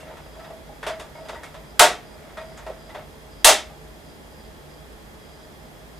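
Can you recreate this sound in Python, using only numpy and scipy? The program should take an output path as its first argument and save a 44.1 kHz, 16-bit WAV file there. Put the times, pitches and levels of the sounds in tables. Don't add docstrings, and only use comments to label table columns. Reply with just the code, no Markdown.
import sys
import numpy as np
from scipy import signal
from scipy.fft import rfft, irfft, next_fast_len
from scipy.io import wavfile
from scipy.ndimage import uniform_filter1d, minimum_filter1d, map_coordinates

SR = 44100
rng = np.random.default_rng(int(sys.argv[2]) if len(sys.argv) > 2 else 0)


def waveform_to_disk(signal):
    frames = np.transpose(np.atleast_2d(signal))
    scaled = np.clip(frames, -1, 1) * 32767
    samples = np.round(scaled).astype(np.int16)
    wavfile.write(sys.argv[1], SR, samples)


def volts_from_db(level):
    exponent = np.asarray(level, float) / 20
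    return 10 ** exponent


N = 264159


def along(points, hz):
    f, v = np.transpose(points)
    return np.interp(np.log(hz + 1), np.log(f + 1), v)


def unit(x):
    return x / np.sqrt(np.mean(x ** 2) + 1e-20)


def filtered(x, response):
    m = next_fast_len(x.shape[-1] + 8192)
    spectrum = rfft(x, m) * response(np.fft.rfftfreq(m, 1 / SR))
    return irfft(spectrum, m)[..., :x.shape[-1]]


def peak(f, hz, width):
    damping = 1j * f * width
    return damping / (hz * hz - f * f + damping)


def narrow(hz, width):
    return unit(filtered(rng.standard_normal(N), lambda f: peak(f, hz, width) ** 2))


def spread(pair, alike):
    def mid_and_side(hz):
        angle = np.arccos(np.clip(along(alike, hz), -1, 1)) / 2
        return np.array([np.cos(angle), np.sin(angle)])
    mid, side = filtered(pair, mid_and_side)
    return np.array([mid + side, mid - side])


# frequency in Hz, density in dB per Hz.
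AIR_COLOUR = [(20, -90.5), (45, -69.5), (100, -77), (200, -74.5), (400, -76), (850, -80.5), (1100, -83.5),
              (1500, -86.5), (1800, -85), (2300, -89.5), (4300, -93.5), (5600, -97), (9000, -98.5),
              (15000, -97.5)]
# frequency in Hz, likeness from -1 to 1.
AIR_LIKENESS = [(60, 0.61), (130, 0.42), (290, 0.17), (630, 0.51), (1390, 0.011), (3050, -0.25),
                (6690, 0.49), (14700, -0.32)]
# frequency in Hz, width in Hz, level in dB.
HUM_LINES = [(53.6, 9.234, -52.5), (75.9, 16, -58), (150.1, 17, -56), (216.6, 10.4, -62), (437, 6, -61),
             (629.4, 13.5, -60), (843, 16, -67), (2065, 40, -73)]


def room_tone():
    air = filtered(rng.standard_normal((2, N)),
                   lambda hz: volts_from_db(along(AIR_COLOUR, hz) + 0.31) * np.sqrt(SR / 2))
    hum = sum(volts_from_db(db) * narrow(hz, width) for hz, width, db in HUM_LINES)
    return volts_from_db([[-0.6], [0.6]]) * (spread(air, AIR_LIKENESS) + hum)


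# frequency in Hz, width in Hz, level in dB over the plain blow.
CASING_MODES = [(415, 54, -7.5), (627.4, 59, 6.5), (709, 21, -1), (820, 7.8, 0.5), (911, 17, 7),
                (1165, 20, -9.5), (1310, 27, 0.5), (1470, 21, -39), (1920, 54, -2.5), (2170, 23, -5.5),
                (2694, 65, -7.5), (3156, 23, 0.5), (3440, 94, 4.5), (3770, 35, 6.5)]


def casing(f, scatter_db):
    response = 1
    for hz, width, db in CASING_MODES:
        response = response + volts_from_db(db + scatter_db * rng.standard_normal()) * peak(f, hz, width)
    return response


# time in seconds, level in dB.
SLIDE_LEVEL = [
    (0, -39.5),
    (.35, -53.5),
    (1.05, -51.5),
    (1.4, -45.5),
    (1.56, -47.5),
    (2.0, -52),
    (2.23, -45.5),
    (2.86, -50),
    (3.3, -59),
]


def slide():
    grain_db = 2.5 * unit(uniform_filter1d(rng.standard_normal(N), size=500))
    slips = rng.standard_normal((2, N)) * volts_from_db(grain_db)
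    colour = [(200, -14), (600, -0.5), (1000, -9.5), (2200, -9), (6000, -50)]  # (Hz, dB)
    scrape = filtered(slips, lambda hz: casing(hz, 0) * volts_from_db(along(colour, hz)))
    t = np.arange(N) / SR
    level_db = np.interp(t, *np.transpose(SLIDE_LEVEL)) - 4.5
    touching = t < 3.44
    return volts_from_db(level_db) * touching * unit(scrape)


# frequency in Hz, density in dB per Hz.
BLOW_COLOUR = [(60, -57), (200, -40), (400, -6), (650, -5), (1600, -3), (3500, -6), (8000, -6.5),
               (10500, -9), (13000, -16.5), (15000, -18.5)]
# frequency in Hz, decay time t60 in seconds.
ROOM_DECAY = [(200, 0.45), (650, 0.24), (2000, 0.31), (6000, 0.25), (12000, 0.19)]
# frequency in Hz, rise time in seconds.
MODE_RISE = [(300, 0.028), (800, 0.011), (1300, .0012), (16000, 0.0004)]


def contact(knock_db, mid_db, bite_db, tick_db, stretch, attack, late):
    size = SR // 3
    hz, t, z = signal.stft(rng.standard_normal((2, size)), SR, nperseg=256)
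    tilt_db = along([(650, 0.0042), (1600, mid_db), (3500, bite_db), (8000, tick_db)], hz)
    colour_db = (along(BLOW_COLOUR, hz) + tilt_db)[:, None]
    fall_db = 60 * t / (stretch * along(ROOM_DECAY, hz)[:, None])
    swell = 1 - late * np.exp(-t / along(MODE_RISE, hz)[:, None])
    burst = signal.istft(z * swell * volts_from_db(colour_db - fall_db), SR, nperseg=256)[1][:, :size]
    rise = 1 - np.exp(-np.arange(size) / SR / attack)
    return volts_from_db(knock_db + 8.5) * burst * rise


def strike(blows, attack, late, lead, scatter_db):
    out = np.zeros((2, N))
    for s, *colour in blows:
        blow = filtered(contact(*colour, attack, late), lambda f: casing(f, scatter_db))
        start = round((s - lead) * SR)
        out[:, start:start + blow.shape[1]] += blow
    return out


def harder(base_db, hardens, hardness_db):
    return np.array(base_db) + np.array(hardens) * hardness_db


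# start in seconds, knock level in dB at 650 Hz,
# hardness in dB, extra edge in dB when it lands near the thin rim.
PECK_EVENTS = [(.004, -41.5, 8.5, -5), (.109, -31.5, -8, 1), (.17, -33, -1, 0), (.395, -36, -3, 7),
               (.445, -32, -2.5, 2.5), (.83, -25.5, 1, 7), (.867, -17, 2, -2), (.879, -25.5, 4.5, -1),
               (.998, -28, 5, -3.5), (1.254, -32, -3, -3), (1.286, -31.5, 6.5, -3), (1.347, -34, 1, 6.5),
               (1.434, -32.5, 6.5, -1), (1.544, -29, -1, -2), (2.295, -43.5, 1.5, 7.5),
               (2.373, -28.5, 0.5, 5.5), (2.557, -45, -3, 2), (2.578, -35.5, 3.5, 4), (2.894, -32, -3, 1),
               (2.948, -23.5, -4.5, 4), (2.984, -33, -11, 1)]


def pecks():
    blows = []
    for s, db, hardness, edge_db in PECK_EVENTS:
        mid, bite, click = harder((-7, -13.5, -21.5), (1, 0.74, 1.7), hardness)
        blows.append((s, db, mid + edge_db, bite, click, 0.88))
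    return strike(blows, attack=0.002, late=0.3, lead=0.003, scatter_db=4)


# start in seconds, peak in dB, decay time t60 in seconds.
BOOM_EVENTS = [
    (.076, -39, 0.39),
    (.36, -40.5, 1),
    (.502, -38, 0.43),
    (.9, -26, 0.37),
    (1.184, -33.5, 0.27),
    (1.292, -27, 0.11),
    (1.33, -27, 0.089),
    (1.55, -37.5, 0.26),
    (2.376, -35, 0.63),
    (2.666, -28.5, .27),
]


def ring(s, hz, db, t60):
    t = np.arange(SR // 3) / SR
    envelope = volts_from_db(db - 60 * t / t60) * (1 - np.exp(-t / 0.0029))
    wave = envelope * np.sin(2 * np.pi * hz * t)
    return np.pad(wave, (round(s * SR), N))[:N]


def throbbing(s, hz, db, t60):
    return ring(s, hz, db, t60) + ring(s, hz + 26.5, db - 6.5, t60)


def booms():
    return sum(throbbing(s, 642, db, t60) for s, db, t60 in BOOM_EVENTS)


# start in seconds, frequency in Hz, peak in dB.
PING_EVENTS = [(.004, 2760, -50), (.69, 817, -43), (.83, 3480, -44), (0.831, 1830, -39), (.868, 923, -39),
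               (0.997, 1310, -45), (1.152, 2170, -45.5), (1.152, 928, -42), (1.359, 950, -43),
               (1.437, 2170, -43), (2.373, 1880, -41), (2.374, 1310, -43), (2.374, 2450, -45),
               (2.666, 1900, -48), (2.902, 2010, -46), (2.947, 708, -37), (3.7, 805, -44)]


def pings():
    return sum(throbbing(s, hz, db, 0.27 * (1000 / hz) ** 0.2) for s, hz, db in PING_EVENTS)


# start in seconds, knock level in dB at 650 Hz,
# hardness in dB, decay stretch as a ratio.
KNOCK_EVENTS = [(.078, -33, 2.5, 1), (.261, -32, 2, 0.35), (.354, -33.5, 3, 1), (.503, -25, -3.5, 0.64),
                (.533, -38, -5, 0.61), (.691, -35, -7, .54), (.903, -38, 16, .91), (1.15, -32, 2, .91),
                (1.186, -30.5, -1, .49), (1.212, -36, -1, .87), (1.294, -18, 5, .39), (1.33, -24, 0, 0.52),
                (1.584, -48, 3, .84), (2.414, -24, 0, 0.45), (2.665, -20.5, 0.5, 0.82),
                (2.699, -18.5, -7, 0.38), (3.696, -34.5, 2, 1)]


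def knocks():
    blows = []
    for s, db, hardness, stretch in KNOCK_EVENTS:
        colour = harder((-16.5, -22, -32), (1.4, 0.81, 1), hardness)
        blows.append((s, db, *colour, stretch))
    return strike(blows, attack=0.002, late=0.3, lead=0.003, scatter_db=4)


# start in seconds, end in seconds, load in dB over idle.
MOTOR_SPELLS = [(.23, 0.5, 8), (.88, .966, 11), (1.138, 1.382, 9), (1.662, 1.735, 8), (2.03, 2.163, 8.5),
                (2.397, 2.587, 9), (2.79, 2.917, 10), (3.3, 3.495, 11), (4.05, 4.16, 10), (4.315, 4.49, 8),
                (4.695, 4.803, 9), (5.193, 5.47, 9), (5.96, 6.05, 10)]


def motor_load():
    t = np.arange(N) / SR
    load_db = sum(db * ((t > start) & (t < end)) for start, end, db in MOTOR_SPELLS)
    return uniform_filter1d(load_db, size=1300)


# frequency in Hz, width in Hz, idle level in dB,
# share of the load it follows as a ratio.
WHINE_PARTIALS = [(3360, 49, -71.5, 0.092), (3273, 200, -67, 0.18), (3744, 120, -74.5, 0.08555),
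                  (4893, 260, -72.5, 1.23), (5060, 24, -78, 0.1), (6800, 32, -82.5, 0.085)]
# frequency in Hz, level in dB.
SPINDLE_TONES = [(5050, -71.5), (3360, -75)]


def motor():
    load_db = motor_load()
    whine = sum(volts_from_db(db + share * load_db) * narrow(hz, width) for hz, width, db, share in WHINE_PARTIALS)
    drift, knots_per_s = 0.004, 1.9
    wander = map_coordinates(rng.standard_normal(40), [np.arange(N) * knots_per_s / SR])
    turned = np.cumsum(1 + drift * wander) / SR
    tones = sum(volts_from_db(db) * np.sqrt(2) * np.sin(2 * np.pi * hz * turned) for hz, db in SPINDLE_TONES)
    return whine + tones


# start in seconds, knock level in dB at 650 Hz, then dB against the knock
# at 1.6, 3.5 and 8 kHz, decay stretch as a ratio.
SNAP_EVENTS = [
    (1.793, -5.5, -6, -9, -6.5, 0.97),
    (3.444, -5.5, -5.5, -3, 0.5, 0.96),
]


def snaps():
    hidden_db = 10
    blows = [(s, db + hidden_db, *colour) for s, db, *colour in SNAP_EVENTS]
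    return strike(blows, attack=0.0003, late=0.97, lead=0.0001, scatter_db=1.5)


# frequency in Hz, peak in dB, decay time t60 in seconds.
SNAP_MODES = [
    [(891, -12.5, 0.21), (1142, -19, 0.3), (1440, -12, 0.216), (707, -8, .27)],
    [(2716, -11, 0.24), (3123, -13, 0.23), (758, -11.5, 0.26), (624, -13.5, 0.33)],
]


def snap_rings():
    out = 0
    for snap, modes in zip(SNAP_EVENTS, SNAP_MODES):
        for hz, db, t60 in modes:
            out = out + throbbing(snap[0] + 6.5 / hz, hz, db, t60)
    return out


def tongue_tick():
    s, db, hz, width, t60 = 2.574, -37, 7000, 1900, 0.17
    t = np.arange(N) / SR - s
    fading = (t > 0) * volts_from_db(db - 60 * np.abs(t) / t60) * rng.standard_normal((2, N))
    return filtered(fading, lambda f: peak(f, hz, width) ** 2)


# frequency in Hz, likeness from -1 to 1.
BEAK_LIKENESS = [(250, 1), (700, .97), (1500, 0.93), (3000, 0.83), (8000, 0.86), (11500, 0.71), (13000, .3)]


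def scene():
    beak = slide() + pecks() + knocks() + snaps() + tongue_tick()
    casing_rings = booms() + pings() + snap_rings()
    return room_tone() + spread(beak, BEAK_LIKENESS) + casing_rings + motor()


# frequency in Hz, level in dB, decay time t60 in seconds.
INPUT_THUMPS = [
    (26, -25, .11),
    (26, -22, 0.17),
]


def input_jolt():
    return sum(ring(snap[0], *thump) for snap, thump in zip(SNAP_EVENTS, INPUT_THUMPS))


def above(x, edge_hz):
    return filtered(x, lambda hz: np.clip((hz - edge_hz) / 300 + 0.5, 0, 1))


def top_cut(x):
    return signal.sosfilt(signal.butter(12, 15270, fs=SR, output="sos"), x)


def record(dry):
    span = round(0.024 * SR)
    level = np.sqrt(np.abs(uniform_filter1d(np.mean(dry ** 2, axis=0), span)))
    held = dry * np.minimum(1, volts_from_db(-7.5) / (level + 1e-9))
    clipped = held / (1 + np.abs(held) ** 8) ** (1 / 8)
    upper = above(clipped, 13700)
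    top = above(clipped, 14500)
    quiet = minimum_filter1d(1.0 * (level < volts_from_db(-19)), size=500)
    faint = uniform_filter1d(quiet, span)
    busy = uniform_filter1d(1.0 * (motor_load() > 8), span)
    lost = faint * (top + busy * (upper - top))
    return top_cut(clipped + input_jolt() - lost)


dry = scene()
out = record(dry)
waveform_to_disk(out)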